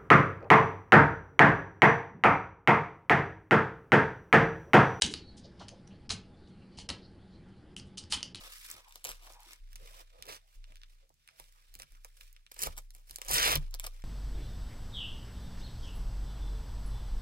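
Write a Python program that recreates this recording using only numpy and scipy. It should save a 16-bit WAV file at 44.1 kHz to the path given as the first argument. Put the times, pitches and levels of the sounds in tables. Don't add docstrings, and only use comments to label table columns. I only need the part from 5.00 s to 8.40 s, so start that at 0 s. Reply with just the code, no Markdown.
import sys
import numpy as np
from scipy import signal
from scipy.fft import rfft, irfft
from scipy.io import wavfile
from scipy.ndimage import uniform_filter1d, minimum_filter1d

SR = 44100
rng = np.random.default_rng(int(sys.argv[2]) if len(sys.argv) > 2 else 0)


def gain_from_db(level_db):
    decades = np.asarray(level_db, float) / 20
    return 10 ** decades


def store_wav(level_fs):
    pcm = np.round(np.clip(np.atleast_2d(level_fs), -1, 1) * 32767)
    wavfile.write(sys.argv[1], SR, pcm.T.astype(np.int16))


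N = 149940


def evened(x):
    return x / np.sqrt(np.mean(x ** 2) + 1e-20)


def wander(count, size):
    once = uniform_filter1d(rng.standard_normal(count), size=size)
    return evened(uniform_filter1d(once, size=size))


def read(points, hz):
    f, value = np.transpose(points)
    return np.interp(np.log(hz + 1), np.log(f + 1), value)


def add(mix, s, sound):
    part = mix[round(s * SR):][:len(sound)]
    part += sound[:len(part)]


def resonate(x, hz, width):
    turn = np.exp(2j * np.pi * np.cumsum(hz * np.ones(len(x))) / SR)
    r = np.exp(-np.pi * abs(width) / SR)
    return 2 * (turn * signal.lfilter([1 - r], [1, -r], x / turn + 1e-18)).real


def coloured(x, gain_db):
    log = np.log(gain_from_db(np.maximum(gain_db(np.fft.rfftfreq(1024, 1 / SR)), -90)))
    cepstrum = irfft(log) * np.r_[1, 2 * np.ones(511), 1, np.zeros(511)]
    return signal.fftconvolve(x, irfft(np.exp(rfft(cepstrum))))


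def whitened(x):
    z = rfft(x)
    return irfft(z / np.sqrt(uniform_filter1d(abs(z) ** 2, size=5) + 1e-20), len(x))


def bell(hz, centre_hz, octaves):
    return -6 * (np.log2((hz + 20) / centre_hz) / max(octaves, .1)) ** 2


# f/Hz, width/Hz, level/dB
HUM = [(95.26, 21, -65), (190, 27, -60), (354, 29, -70), (828.6, 48, -76.5)]


def hum():
    out = np.zeros(N)
    for hz, width, db in HUM:
        noise = rng.standard_normal(N)
        out += gain_from_db(db) * evened(resonate(resonate(noise, hz, width), hz, width))
    return out


# f/Hz, level/dB
AIR = [(25, -4), (100, -1.5), (300, -8), (900, -26.5), (2200, -32), (5100, -43), (5800, -48.5),
       (10300, -47)]


def air():
    frames, hz = N // 256 + 5, np.fft.rfftfreq(1024, 1 / SR)
    a, b, patches = rng.standard_normal((frames, 513, 3)).T
    patches = uniform_filter1d(patches, size=10, axis=0)
    patches = evened(uniform_filter1d(patches, size=12, axis=1))
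    z = (a + 1j * b) * gain_from_db(read(AIR, hz)[:, None] + 1.6 * patches)
    noise = signal.istft(z, nperseg=1024, noverlap=768)[1][:N]
    return gain_from_db(-55) * evened(noise) + hum()


# t/s, level/dB
RUB = [
    (.0, -55),
    (0.1, -62),
    (.17, -95),
    (1.7, -95),
    (1.8, -66),
    (1.87, -64),
    (1.93, -95),
    (3.3, -95),
    (3.4, -62),
]
# f/Hz, width/Hz, level/dB
RUB_BODY = [(2920, 17, 3.5), (3080, 160, -7.5), (4206, 190, -5)]


def rub():
    noise, (s, db) = rng.standard_normal(N), np.transpose(RUB)
    drift = 1 + .01 * wander(N, size=3000)
    body = np.zeros(N)
    for hz, width, gain_db in RUB_BODY:
        once = resonate(noise, hz * drift, 2.8 * width)
        body += gain_from_db(gain_db) * evened(resonate(once, hz * drift, 4.0 * width))
    pressure_db = np.interp(np.arange(N) / SR, s, db) + 0.73 * wander(N, size=400)
    return gain_from_db(pressure_db) * evened(body)


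# f/Hz, width/Hz, level/dB
FIDGET = [(1500, 700, -81), (3300, 700, -81), (4500, 1100, -78)]


def fidget():
    out = np.zeros(N)
    for hz, width, db in FIDGET:
        hz = hz * (1 + .06 * wander(N, size=4000))
        level = gain_from_db(db + 3.2 * wander(N, size=1800))
        noise = rng.standard_normal(N)
        out += level * evened(resonate(resonate(noise, hz, width), hz, width))
    return out


# f/Hz, width/Hz, level/dB
SHELL = [(1339, 200, -14.5), (1820, 440, -14), (3050, 330, 1), (4170, 2200, -8), (5087, 200, -4),
         (5880, 340, -5), (6800, 560, -10.5), (7800, 120, -10.5), (8510, 950, -6.5), (9700, 490, -10.5)]


def shell(x):
    return sum(gain_from_db(db) * resonate(x, hz, width) for hz, width, db in SHELL)


def scrape(length, db, hz, octaves):
    grains_per_s, grain_spread_db = 5000, 0.5
    chance, size, value = rng.random((4000, 3)).T[:, :round(length * SR)]
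    slips = (chance < grains_per_s / SR) * gain_from_db(-grain_spread_db * np.log(size + 0.00044))
    grains = (value - .5) * (0.28 + slips)
    grains *= np.sin(np.pi * np.linspace(0, 1, len(grains)) ** .7) ** 1.3
    both = evened(grains) + 1.3 * evened(shell(grains))
    return gain_from_db(db) * evened(coloured(both, lambda f: bell(f, hz, octaves)))


# t/s, length/s, level/dB, centre f/Hz, spread/octaves
SCRAPES = [(0.0102, 0.012, -47.5, 4277, 1.9), (0.028, 0.067, -48, 4130, 1), (0.1, 0.047, -54, 5500, 0.9),
           (0.143, 0.075, -58, 3800, 0.59), (1.227, 0.036, -77.5, 2720, 0.13),
           (1.778, 0.017, -62, 860, 0.29), (1.099, 0.018, -48, 1450, 0.68), (1.1, 0.035, -54, 470, 0.77),
           (0.87, 0.0085, -71.5, 5880, 0.059), (1.887, 0.037, -53.5, 600, 0.78),
           (0.021, 0.034, -58.5, 700, 0.28), (.44, .06, -61, 480, .5), (1.472, .008, -72, 3900, .4),
           (0.366, 0.045, -63, 5200, .8), (0.434, 0.042, -64, 4500, 0.4), (0.6, 0.04, -54, 800, .75),
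           (0.59, 0.07, -61, 3830, 0.7), (.71, 0.045, -59.5, 521, 0.53), (0.901, 0.039, -71, 2850, 0.27),
           (1.097, 0.05, -43.5, 4536, 1.12), (1.467, 0.054, -81.5, 5200, 0.74),
           (1.609, 0.033, -74, 2380, 0.26), (1.769, 0.07, -55, 4100, 0.95), (1.888, 0.032, -48, 1935, 1.37),
           (2.013, 0.074, -68, 4340, 0.2), (2.483, .02, -84, 6000, 1.35), (2.767, 0.038, -57.5, 5432, 1.5),
           (2.853, 0.047, -80, 8650, 0.71), (2.971, 0.036, -47.5, 5200, 0.69),
           (3.098, 0.1, -47, 4968, 1.345), (3.134, 0.023, -41.5, 3900, 1.1),
           (3.119, 0.038, -51, 1046, 0.31), (3.163, 0.028, -54.5, 3650, 0.12),
           (3.358, 0.039, -57.5, 3480, 0.7)]


def scrapes():
    out = np.zeros(N)
    for s, *row in SCRAPES:
        add(out, s, scrape(*row))
    return out


# f/Hz, level/dB
CRACK = [(180, -57), (300, 1.5), (1790, -16), (2060, -2), (4090, 0.5), (6820, 2), (8350, -29.5),
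         (10100, -15.5), (12300, -39), (16000, -76), (22000, -120)]


def snap(peak_db, hz, ring, stretch):
    snap_s, focus_oct, focus_db = .0012, .18, 11
    t = np.arange(900) / SR / np.clip(stretch, .4, 4)
    cracks = rng.standard_normal(len(t)) * rng.exponential(1, len(t))
    cracks *= t / snap_s * np.exp(-2 * t / snap_s)
    cracks = whitened(cracks) * np.exp(-(t / snap_s / 2.5) ** 4)
    ring = np.clip(ring, 0, 1)
    direct = evened(coloured(cracks, lambda f: read(CRACK, f))[:len(t)])
    body = (1 - ring) * direct + ring * evened(shell(cracks))

    def focus(f):
        low_cut = 6 * np.log2(np.clip(f / 900, .01, 1))
        return focus_db * gain_from_db(bell(f, hz, focus_oct)) + low_cut

    body = coloured(body, focus)
    return gain_from_db(peak_db - 6) * body / abs(body).max()


# t/s, peak level/dB, brightest f/Hz, shell ring share 0-1, relative length
SNAPS = [(0.0202, -3, 5830, 0.45, 0.68), (0.021, -3, 4100, 0.5, 0.79), (.0221, -3.5, 7830, 0.52, 1.3),
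         (0.0309, -18.5, 3330, 0.8, 1.3), (0.0401, -15, 3030, 0.8, 2), (0.048, -18, 3670, 0.3, 1.3),
         (0.062, -21, 6660, 1, 1.8), (0.111, -45, 7000, 0.4, 1.1), (0.1384, -15.5, 4460, 0.49, 1.13),
         (0.595, -42, 4300, 0.37, 4.3), (0.6828, -27.5, 4870, 0.73, 1.8), (0.6895, -29, 6200, 0.46, 1.13),
         (0.8753, -39, 5840, 1, 1.4), (1.0928, -21, 5300, 0.54, 3.2), (1.1005, -21.5, 4040, 0.1, 2),
         (1.1038, -13, 4150, 0, 3), (1.115, -31, 4400, .4, 2.5), (1.7859, -26, 4630, 0.5, 2.96),
         (1.8889, -19.5, 5600, 0.56, 2.5), (1.896, -28, 3700, 0.29, 1.1), (1.9009, -17.5, 4200, 0.5, 1.45),
         (2.7645, -23, 2900, 0.9, 1.3), (2.797, -31.5, 4930, 0.23, 1.5), (2.9736, -29, 3050, 1, 1.07),
         (2.98, -23.5, 3010, 1, 1.12), (3.038, -32.5, 5030, 0.5, 0.79), (3.1168, -27.5, 5100, 0, 2.3),
         (3.1226, -8, 4660, 0.84, 2.3), (3.129, -14.5, 3130, 0.37, 1.5), (3.1317, -15.5, 4320, 0.6, 3.1),
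         (3.1367, -15.5, 3200, 0.8, 2.2), (3.174, -30, 3280, 0.6, 1.5), (3.184, -46, 3080, 1, 1.8),
         (3.167, -32, 3200, 0.7, 1.1), (3.2063, -32, 3080, 0.5, 0.87), (3.2285, -16, 5000, 0, 1.07),
         (3.229, -20, 3080, 1, 1.1), (3.3467, -23.5, 4090, 0.48, 1.6), (3.3557, -25, 2730, 1, 1.1)]


def snaps():
    out = np.zeros(N)
    for s, *row in SNAPS:
        add(out, s, snap(*row))
    return out


def decay(db, hz, t60, rise_s, waver_db, loose):
    t = np.arange(0, .6, 1 / SR)
    turns = np.cumsum(hz * (1 + loose * wander(len(t), size=400))) / SR
    db = db - 60 * t / t60 + waver_db * wander(len(t), size=500)
    return gain_from_db(db) * np.sqrt(2) * np.sin(2 * np.pi * turns) * (1 - np.exp(-t / rise_s))


THUMP_S = [.025, .04, .045, .07, .6, 1.1, 1.11, 1.775, 1.89, 2.29, 2.87, 3.13, 3.17, .03, 1.13, 1.9, .93]
# level/dB, f/Hz, t60/s
THUMPS = [(-40.5, 71, 0.2), (-41, 170, 0.4), (-39, 210, 0.28), (-42.5, 330, 0.52), (-53.5, 310, 0.23),
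          (-29.5, 64, 0.059), (-40, 95, 0.25), (-46.5, 67, 0.13), (-42.5, 87, 0.24), (-79, 96, 0.093),
          (-36, 218, 0.05), (-43, 61, 0.2), (-44, 280, 0.14), (-40, 260, 0.083), (-41.5, 200, .25),
          (-43.5, 210, 0.23), (-57.5, 570, 0.19)]


def thumps():
    out = np.zeros(N)
    for s, row in zip(THUMP_S, THUMPS):
        add(out, s, decay(*row, rise_s=.006, waver_db=2.5, loose=.2))
    return out


# t/s, level/dB, f/Hz, t60/s
RINGS = [
    (.155, -56, 4360, .5),
    (.284, -49, 4360, .12),
    (.225, -61, 3957, .5),
    (.032, -44, 5018, .12),
    (1.325, -71, 3520, .2),
    (1.37, -73, 4250, .12),
    (1.502, -69, 4280, .2),
    (1.62, -72, 4020, .2),
    (1.685, -74, 3040, .5),
]


def rings():
    out = np.zeros(N)
    for s, *row in RINGS:
        add(out, s, decay(*row, rise_s=0.012, waver_db=3.0, loose=0.003))
    return out


# f/Hz, t60/s
ROOM = [(250, 1), (660, 0.28), (1740, 0.32), (4590, 0.22), (10000, 0.15)]


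def room(x):
    taps = np.zeros(SR // 2)
    at = np.arange(180, SR // 2 - 12, 12)
    taps[at + rng.integers(0, 12, len(at))] = rng.choice([-1., 1.], len(at))
    hz, t, z = signal.stft(taps, SR, nperseg=256)
    fall_db = -60 * t / read(ROOM, hz)[:, None]
    tail = signal.istft(z * gain_from_db(fall_db), SR, nperseg=256)[1]
    return signal.fftconvolve(x, tail / np.linalg.norm(tail))[:N]


def turning_room(x):
    turn = np.arange(N) / SR * 9
    tails = sum(room(x * np.cos(turn + k * np.pi / 3)) for k in range(3))
    return tails * np.sqrt(2 / 3)


# f/Hz, level/dB
SIDE_TILT = [(40, -2.5), (300, -5), (1000, -1), (4000, 5.5), (8000, 15.5), (12000, 8)]


def side_field(hand):
    side_air = coloured(air(), lambda f: read(SIDE_TILT, f))[:N]
    return gain_from_db(-18.5) * (side_air + gain_from_db(-4) * room(hand))


def scene():
    hand = rub() + fidget() + scrapes() + snaps()
    mid = hand + thumps() + rings() + gain_from_db(-7) * turning_room(hand) + air()
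    side = side_field(hand)
    return np.array([mid + side, mid - side])


def top_cut(x):
    return signal.sosfilt(signal.butter(12, 12470, fs=SR, output="sos"), x)


# t/s, level/dB
TOP_BAND = [(.0, -18.5), (.2, -16.5), (1.0, -29), (2.75, -13.5)]


def record(dry):
    t = np.arange(N) / SR
    high_pass = signal.butter(2, 900, "high", fs=SR, output="sos")
    high = signal.sosfiltfilt(high_pass, dry)
    level_db = 10 * np.log10(abs(uniform_filter1d((high ** 2).mean(0), 180)) + 1e-12)
    ahead_db = np.r_[-minimum_filter1d(-level_db, size=700)[450:], np.full(450, -90.)]
    duck_db = np.clip(1.3 * (ahead_db - level_db - 23), 0, 20)
    x = dry - high * (1 - gain_from_db(-uniform_filter1d(duck_db, size=60)))
    x = x * np.clip((t - .0125) / .002, .05, 1)

    def low_pass(hz):
        taps = signal.firwin(301, hz, window=("kaiser", 8), fs=SR)
        return signal.oaconvolve(x, taps[None], "same")

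    main, wide = low_pass(10550), low_pass(12300)
    top_db = np.interp(t, *np.transpose(TOP_BAND))
    top_db = top_db + np.clip(uniform_filter1d(level_db, size=300) + 52, -25, 0)
    return top_cut(main + gain_from_db(top_db) * (wide - main))


dry = scene()
out = record(dry)
store_wav(out)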